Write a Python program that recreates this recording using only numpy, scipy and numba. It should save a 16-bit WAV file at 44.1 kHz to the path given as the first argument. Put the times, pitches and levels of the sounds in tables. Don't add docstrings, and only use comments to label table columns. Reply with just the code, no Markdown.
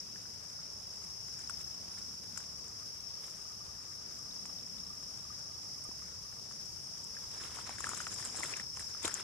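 import sys
import numpy as np
from scipy import signal
from scipy.fft import rfft, irfft, next_fast_len
from scipy.io import wavfile
from scipy.ndimage import uniform_filter1d
from numba import njit

SR = 44100
rng = np.random.default_rng(int(sys.argv[2]) if len(sys.argv) > 2 else 0)


def master(y):
    cut = np.clip(np.atleast_2d(y).T, -1, 1)
    pcm = np.round(cut * 32767)
    wavfile.write(sys.argv[1], SR, pcm.astype(np.int16))


N = 407043
T = np.arange(N) / SR
MIC_LAG_S = 0.000282

# (frequency [Hz], relative density [dB])
DRONE = [(20, -22), (40, -13), (60, -5), (70, 1.5), (80, -4), (97, -2), (105, 2), (115, -4.5)]
HUSH_SPECTRUM = DRONE + [(180, -2.5), (300, -12.5), (600, -14.0), (1200, -16), (2200, -22), (4000, -24),
                 (8000, -25.0), (14500, -26.0)]
# (frequency [Hz], coherence [0-1])
HUSH_COHERENCE = [(60, .74), (290, .62), (640, .5), (1200, .4), (2500, .2), (5000, 0)]
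# (frequency [Hz], left minus right [dB])
HUSH_PAN = [(60, 0), (700, 1), (2400, 2.5), (8000, -10.5), (15000, 1)]
# (time [s], gain up to about 130 Hz [dB], gain from there to about 260 Hz [dB])
TRAFFIC_SWELL = [(0, -1.5, -1.5), (1.4, -0.5, -3), (1.95, 0.5, 2), (3.2, -1, -2.5), (3.9, 1, -4),
                 (4.5, -2.5, 5), (5.3, 2, -2), (7, 0, -1.5), (7.6, 2.5, 1), (9.23, 2.5, -2)]
# (wing pitch [Hz], relative level [dB])
CHOIR_SPECTRUM = [(4200, -39), (4500, -23), (4850, -11.5), (5150, -6.5), (5350, -4.5), (5550, -6.5),
                  (5750, -9.5), (6100, -16), (6400, -15.5), (6700, -23), (7400, -40)]
# (time [s], level [dB], left minus right [dB])
CHOIR_SWELL = [(0.0, -47.5, 3.5), (1.69, -46.5, 4.5), (4.06, -47, 3.5), (4.42, -48, 7), (6.01, -46.5, 2.5),
               (9.23, -45.5, 2.5)]
# (time [s], stroke peak [dB], left minus right [dB])
TRILL_SWELL = [(0, -52, 1), (.7, -42, -3), (1.3, -45.5, -7), (1.5, -36.5, 6), (1.8, -39.5, 1),
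               (2.2, -53, -19), (3.1, -40, 6), (3.7, -52, 5), (4.4, -40, -4), (5.1, -40.5, 5),
               (5.8, -47.5, -15), (6.6, -51.5, 24), (7.4, -42.5, -8), (7.8, -52, 7), (8.6, -39, 7),
               (9.23, -46, 11)]
# (start [s], hold [s], crunch [dB], crisp treble [dB])
TREADS = [(0, 0.23, -72, -78), (1.387, 0.21, -63, -60), (1.87, 0.13, -61, -66), (2.366, 0.046, -60, -60),
          (3.238, 0.065, -62, -61), (7.165, 0.19, -61.5, -62), (7.381, 0.23, -54, -54.5),
          (7.668, 0.066, -54, -58.5), (7.794, 0.26, -51.5, -48.5), (8.111, 0.18, -53.5, -49),
          (8.355, 0.12, -47.5, -44.5), (8.518, 0.093, -53, -55), (8.793, 0.013, -53, -48.5),
          (8.92, 0.053, -60, -60), (9.051, 0.036, -44.5, -45.5), (9.128, 0.085, -48.5, -50.5)]
# (centre [Hz], spread [octaves], relative level [dB], ring [cycles])
CRUNCH_MODES = [(463, 0.55, -7.5, 0.8), (1383, 0.33, 0.5, 1.4), (2453, 0.36, -0.5, 1.5),
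                (3854, 0.19, -4, 6.6)]
# (centre [Hz], spread [octaves], relative level [dB], ring [cycles])
CRISP_MODES = [(7100, 0.11, 0, 7.6), (9000, 0.14, -2, 7.1), (11500, 0.22, -25, 3.0)]
# (time [s], peak [dB], pitch [Hz], left minus right [dB])
LEAF_TICKS = [(1.3918, -39, 7000, -1), (1.4976, -36.5, 7900, -4), (2.3756, -30.5, 7170, 7),
              (2.4035, -44, 7240, 9), (2.68, -44, 7200, 11), (3.2661, -47, 7380, 8), (3.3005, -45, 7110, 6),
              (4.188, -47, 7500, 7), (4.4574, -42, 7160, 5), (5.8397, -40.5, 8500, .5),
              (6.6564, -47, 8050, 7), (6.9791, -43, 6890, 5), (7.0415, -38, 7460, 1),
              (7.6936, -39, 7100, 1), (7.8053, -33, 7170, 8), (7.843, -39, 7100, 2.),
              (7.8921, -30, 7040, 7), (7.9465, -33, 7060, 9), (7.975, -33, 7500, 6),
              (8.0772, -39, 6960, 14), (8.1416, -33.5, 7300, 11), (8.1815, -41, 7040, 8),
              (8.2498, -32, 8100, -11), (8.397, -35, 7380, 2.5), (8.5691, -34, 6900, 8),
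              (8.769, -45, 6850, 3), (8.7961, -36, 8750, 1), (9.03, -36, 6990, 9), (9.0542, -28, 7230, 8),
              (9.0789, -28, 7100, 9), (9.1409, -22, 7020, 6.5)]
# (time [s], peak [dB], pitch [Hz], click peak [dB])
TWIG_KNOCKS = [(0.159, -48, 1700, -60), (.255, -50, 1500, -60), (.59, -49, 1300, -62),
               (1.3915, -49, 1480, -47), (1.4965, -34, 1420, -38), (2.3749, -39, 1390, -32),
               (2.403, -46, 1470, -48), (3.2805, -49, 1310, -50), (4.3117, -45.5, 3840, -58),
               (4.4558, -46, 990, -35), (4.5873, -45, 3680, -58), (4.7836, -46.5, 3770, -58),
               (5.8903, -42.5, 295, -50), (5.914, -48, 1000, -44), (6.5112, -44, 1270, -50),
               (7.168, -41, 1670, -44), (7.408, -44, 1740, -43), (7.571, -41, 1110, -44),
               (7.588, -35.5, 1270, -38), (7.694, -35.5, 840, -30), (7.784, -39.5, 1660, -44),
               (7.806, -37, 1120, -36), (7.842, -26, 1700, -31), (7.869, -28, 1240, -36),
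               (7.891, -32.5, 1360, -38), (7.916, -38, 1180, -44), (7.934, -33, 1230, -38),
               (7.976, -38, 1200, -34), (8.003, -31.5, 1460, -37), (8.069, -33, 1310, -26),
               (8.226, -40.5, 1830, -44), (8.346, -40, 800, -35), (8.406, -35.5, 1100, -32),
               (8.433, -28, 2100, -38), (8.538, -29.5, 2500, -42), (8.598, -36, 1930, -38),
               (8.615, -48, 1430, -41), (8.772, -40.5, 1010, -33), (8.795, -42, 1890, -44),
               (8.949, -43.5, 1270, -50), (9.036, -38, 3430, -38), (9.048, -35, 408, -36),
               (9.053, -27, 3800, -36), (9.08, -32.5, 1320, -26), (9.095, -37, 1700, -40),
               (9.134, -42.5, 246, -42), (9.179, -41, 1950, -42)]
# (start [s], length [s], pitch [Hz], peak of one scrape [dB])
KATYDID_RASPS = [(1.875, .12, 9240, -64), (6.732, .24, 8600, -61)]
# (time [s], peak [dB])
CLUCKS = [(2.823, -54), (3.1762, -55), (3.3824, -58), (3.4527, -54), (3.5064, -55), (3.604, -53),
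          (3.6886, -55), (3.8747, -55), (3.9483, -57), (4.19, -57), (4.4924, -51), (4.9011, -53),
          (5.248, -54), (5.301, -47), (5.504, -55), (5.654, -55), (5.8512, -49.5), (6.0183, -51.5),
          (6.249, -54)]


def undb(db):
    return 10 ** (np.asarray(db) / 20)


def level(x, db):
    return x * undb(db) / np.sqrt(np.mean(x ** 2))


def read(table, at, log=False):
    key, *columns = np.transpose(table)
    return [np.interp(np.log(at), np.log(key), c) if log else np.interp(at, key, c) for c in columns]


def wander(rate_hz):
    hold = int(SR / rate_hz)
    steps = np.repeat(rng.standard_normal(N // hold + 1), hold)
    return 0.96 * uniform_filter1d(uniform_filter1d(steps, hold), hold)[:N]


@njit
def add_grains(out, times, hz, rise, fall, peak, phase):
    for g in range(len(times)):
        turn = 2j * np.pi * hz[g] / SR
        slow_step = np.exp(turn - 1 / (fall[g] * SR))
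        fast_step = np.exp(turn - (1 / fall[g] + 1 / rise[g]) / SR)
        ratio = rise[g] / fall[g]
        slow = fast = peak[g] * (1 + ratio) / (ratio / (1 + ratio)) ** ratio * np.exp(1j * phase[g])
        start = max(int(times[g] * SR), 0)
        for i in range(start, min(start + int(7 * fall[g] * SR), len(out))):
            out[i] += (slow - fast).imag
            slow, fast = slow * slow_step, fast * fast_step


def grains(times, hz, rise_s, fall_s, db, phase=0):
    out = np.zeros(N)
    columns = np.broadcast_arrays(times, np.clip(hz, 20, .45 * SR), rise_s, fall_s, undb(db), phase)
    add_grains(out, *(np.array(column, float).ravel() for column in columns))
    return out


def trees_and_traffic():
    size = next_fast_len(N)
    hz = np.maximum(np.arange(size // 2 + 1) * SR / size, 1)
    coherence, pan_db, db = (read(t, hz, log=True)[0] for t in (HUSH_COHERENCE, HUSH_PAN, HUSH_SPECTRUM))
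    mid, side = (rfft(rng.standard_normal(size)) * np.sqrt(1 + sign * coherence) for sign in (1, -1))
    delay = np.exp(-2j * np.pi * hz * MIC_LAG_S)
    lean = undb(pan_db / 2)
    spectra = np.array([(mid + side) * lean, (mid - side) / lean * delay]) * undb(db)
    low_db, high_db = read(TRAFFIC_SWELL, T)
    mics = 0
    for octave in np.arange(4, 14.5, .5):
        band = np.cos(np.pi * np.clip(np.log2(hz) - octave, -.5, .5)) ** 2
        swell_db = low_db if octave <= 7 else high_db if octave <= 8 else 0
        mics += irfft(spectra * band, size)[:, :N] * undb(swell_db + 1.93 * wander(10))
    return level(mics, db=-55.5)


def cricket_choir(count=300):
    swell_db, pan_db = read(CHOIR_SWELL, T)
    wing_hz = np.linspace(CHOIR_SPECTRUM[0][0], CHOIR_SPECTRUM[-1][0], count)[:, None]
    wing_db = read(CHOIR_SPECTRUM, wing_hz, log=True)[0]
    loud = slice(int(.3 * count), int(.42 * count))
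    strokes = int(36 * N / SR)
    mics = []
    for side in (1, -1):
        strokes_per_s = rng.uniform(20, 36, (count, 1))
        jitter, detune, force, phase = rng.standard_normal((4, count, strokes))
        times = (np.arange(strokes) + .3 * jitter) / strokes_per_s - .02
        hz = wing_hz + 20 * detune
        db = wing_db + 1.65 * force - 10 * np.log10(strokes_per_s)
        song = grains(times, hz, .013, .0042, db, 3 * phase)
        song += grains(times[loud], 2 * hz[loud], .0092, .0056, db[loud] - 23)
        mics.append(level(song, 0) * undb(swell_db + side * pan_db / 2 + 1.2 * wander(12)))
    return np.array(mics)


def near_cricket(wing_hz=5355, strokes_per_s=29.5, ring_s=.0044):
    times = .017 + np.arange(int(strokes_per_s * N / SR)) / strokes_per_s
    times += .004 * np.interp(times, T, wander(1.5))
    swell_db, pan_db = read(TRILL_SWELL, times)
    mics = []
    for side in (1, -1):
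        jitter, detune, force, phase = rng.standard_normal((len(times), 4)).T
        db = swell_db + side * pan_db / 2 + .6 * force
        mics.append(grains(times + .0008 * jitter, wing_hz + 25 * detune, 3 * ring_s, ring_s, db, 3 * phase))
    return np.array(mics)


def leaves(modes, per_s, scatter_db, shared, pan_db):
    def crackle():
        out = 0
        for centre_hz, octaves, mode_db, cycles in modes:
            draws = rng.random((int(3000 * N / SR), 4))
            hz = centre_hz * 2 ** (octaves * rng.standard_normal(len(draws)))
            breaks = draws[:, 3] < per_s / 3000
            when, softness, phase, _ = draws[breaks].T
            hz = hz[breaks]
            db = mode_db - scatter_db * np.log(softness + .0085)
            out += grains(when * N / SR, hz, .55 / hz, cycles / hz, db, 6 * phase)
        return level(out, 0)
    common = np.sqrt(shared) * crackle()
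    return np.array([(common + np.sqrt(1 - shared) * crackle()) * undb(s * pan_db / 2) for s in (1, -1)])


def feet(press_s=.028, lift_s=.038, burst_db=3.5):
    start, hold, crunch_db, crisp_db = np.transpose(TREADS)[:, :, None]
    weight = np.exp(-np.maximum(start - T, 0) / press_s - np.maximum(T - start - hold, 0) / lift_s)
    bursts = undb(burst_db * wander(90))

    def pressure(tread_db, standing_db):
        return bursts * np.sqrt(undb(standing_db) ** 2 + np.sum((undb(tread_db) * weight) ** 2, axis=0))
    crunch = leaves(CRUNCH_MODES, per_s=450, scatter_db=3.37, shared=.37, pan_db=2.2)
    crisp = leaves(CRISP_MODES, per_s=700, scatter_db=2.6, shared=0, pan_db=3.3)
    stray = leaves(CRISP_MODES, per_s=6, scatter_db=2, shared=.7, pan_db=3)
    return crunch * pressure(crunch_db, -67) + crisp * pressure(crisp_db, -65) + stray * undb(-82)


def snap(times, hz, db, ring_s, octaves, tail_s, spray_db, phase=0):
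    lag, detune, force, angle = rng.standard_normal((len(times), 12, 4)).T
    splinter_times = times + tail_s * abs(lag) - .001
    splinter_hz = hz * 2 ** (octaves * detune)
    splinter_db = db + spray_db - 4 * abs(lag) + 3 * force
    spray = grains(splinter_times, splinter_hz, .31 * ring_s, .71 * ring_s, splinter_db, 3 * angle)
    return grains(times, hz, .33 * ring_s, ring_s, db, phase) + spray


def twig_knocks():
    times, db, hz, click_db = np.transpose(TWIG_KNOCKS)
    body = snap(times, hz, db, ring_s=.0014, octaves=.26, tail_s=.006, spray_db=-12.5)
    edge = snap(times, 3100, db - 13, ring_s=.00025, octaves=.45, tail_s=.0025, spray_db=-4)
    click = grains(times - .0004, 2300, .00006, .00018, click_db, phase=1)
    knocks = body + edge + click
    return undb([[2.4], [-2.4]]) * np.array([knocks, np.roll(knocks, int(.00012 * SR))])


def leaf_ticks():
    times, db, hz, pan_db = np.transpose(LEAF_TICKS)
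    phase = 2 * np.pi * rng.random(len(times))
    ticks = [snap(times, hz, db + side * pan_db / 2, ring_s=.00088, octaves=.19, tail_s=.0073,
                  spray_db=-7.5, phase=phase) for side in (1, -1)]
    airy_top = grains(times, 12000, .0001, .00025, db - 12, phase)
    return np.array(ticks) + airy_top


def katydid(scrapes=120):
    mics = np.zeros((2, N))
    for start, length, hz, db in KATYDID_RASPS:
        for mic in mics:
            when_a, detune, phase, when_b = rng.random((scrapes, 4)).T
            times = start + length * (when_a + when_b) / 2
            mic += grains(times, hz + 500 * (detune - .5), .001, .0013, db, 6 * phase)
    return mics


def clucks(pitch_hz=1213, spread_hz=17.5, faint_count=170):
    clear_times, clear_db = np.transpose(CLUCKS)
    times = np.r_[clear_times, rng.uniform(2.5, 6.4, faint_count)]
    db = np.r_[clear_db, rng.uniform(-68, -61, faint_count)]
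    hz = rng.normal(pitch_hz, spread_hz, len(times))
    left = grains(times, hz, .0017, .0092, db + 4)
    right = grains(times + MIC_LAG_S, hz, .0017, .0092, db - 3)
    return np.array([left, right])


def scene():
    return (trees_and_traffic() + cricket_choir() + near_cricket()
            + feet() + twig_knocks() + leaf_ticks() + katydid() + clucks())


def record(dry):
    return signal.sosfilt(signal.ellip(10, .2, 60, 14550, fs=SR, output="sos"), dry)


dry = scene()
out = record(dry)
master(out)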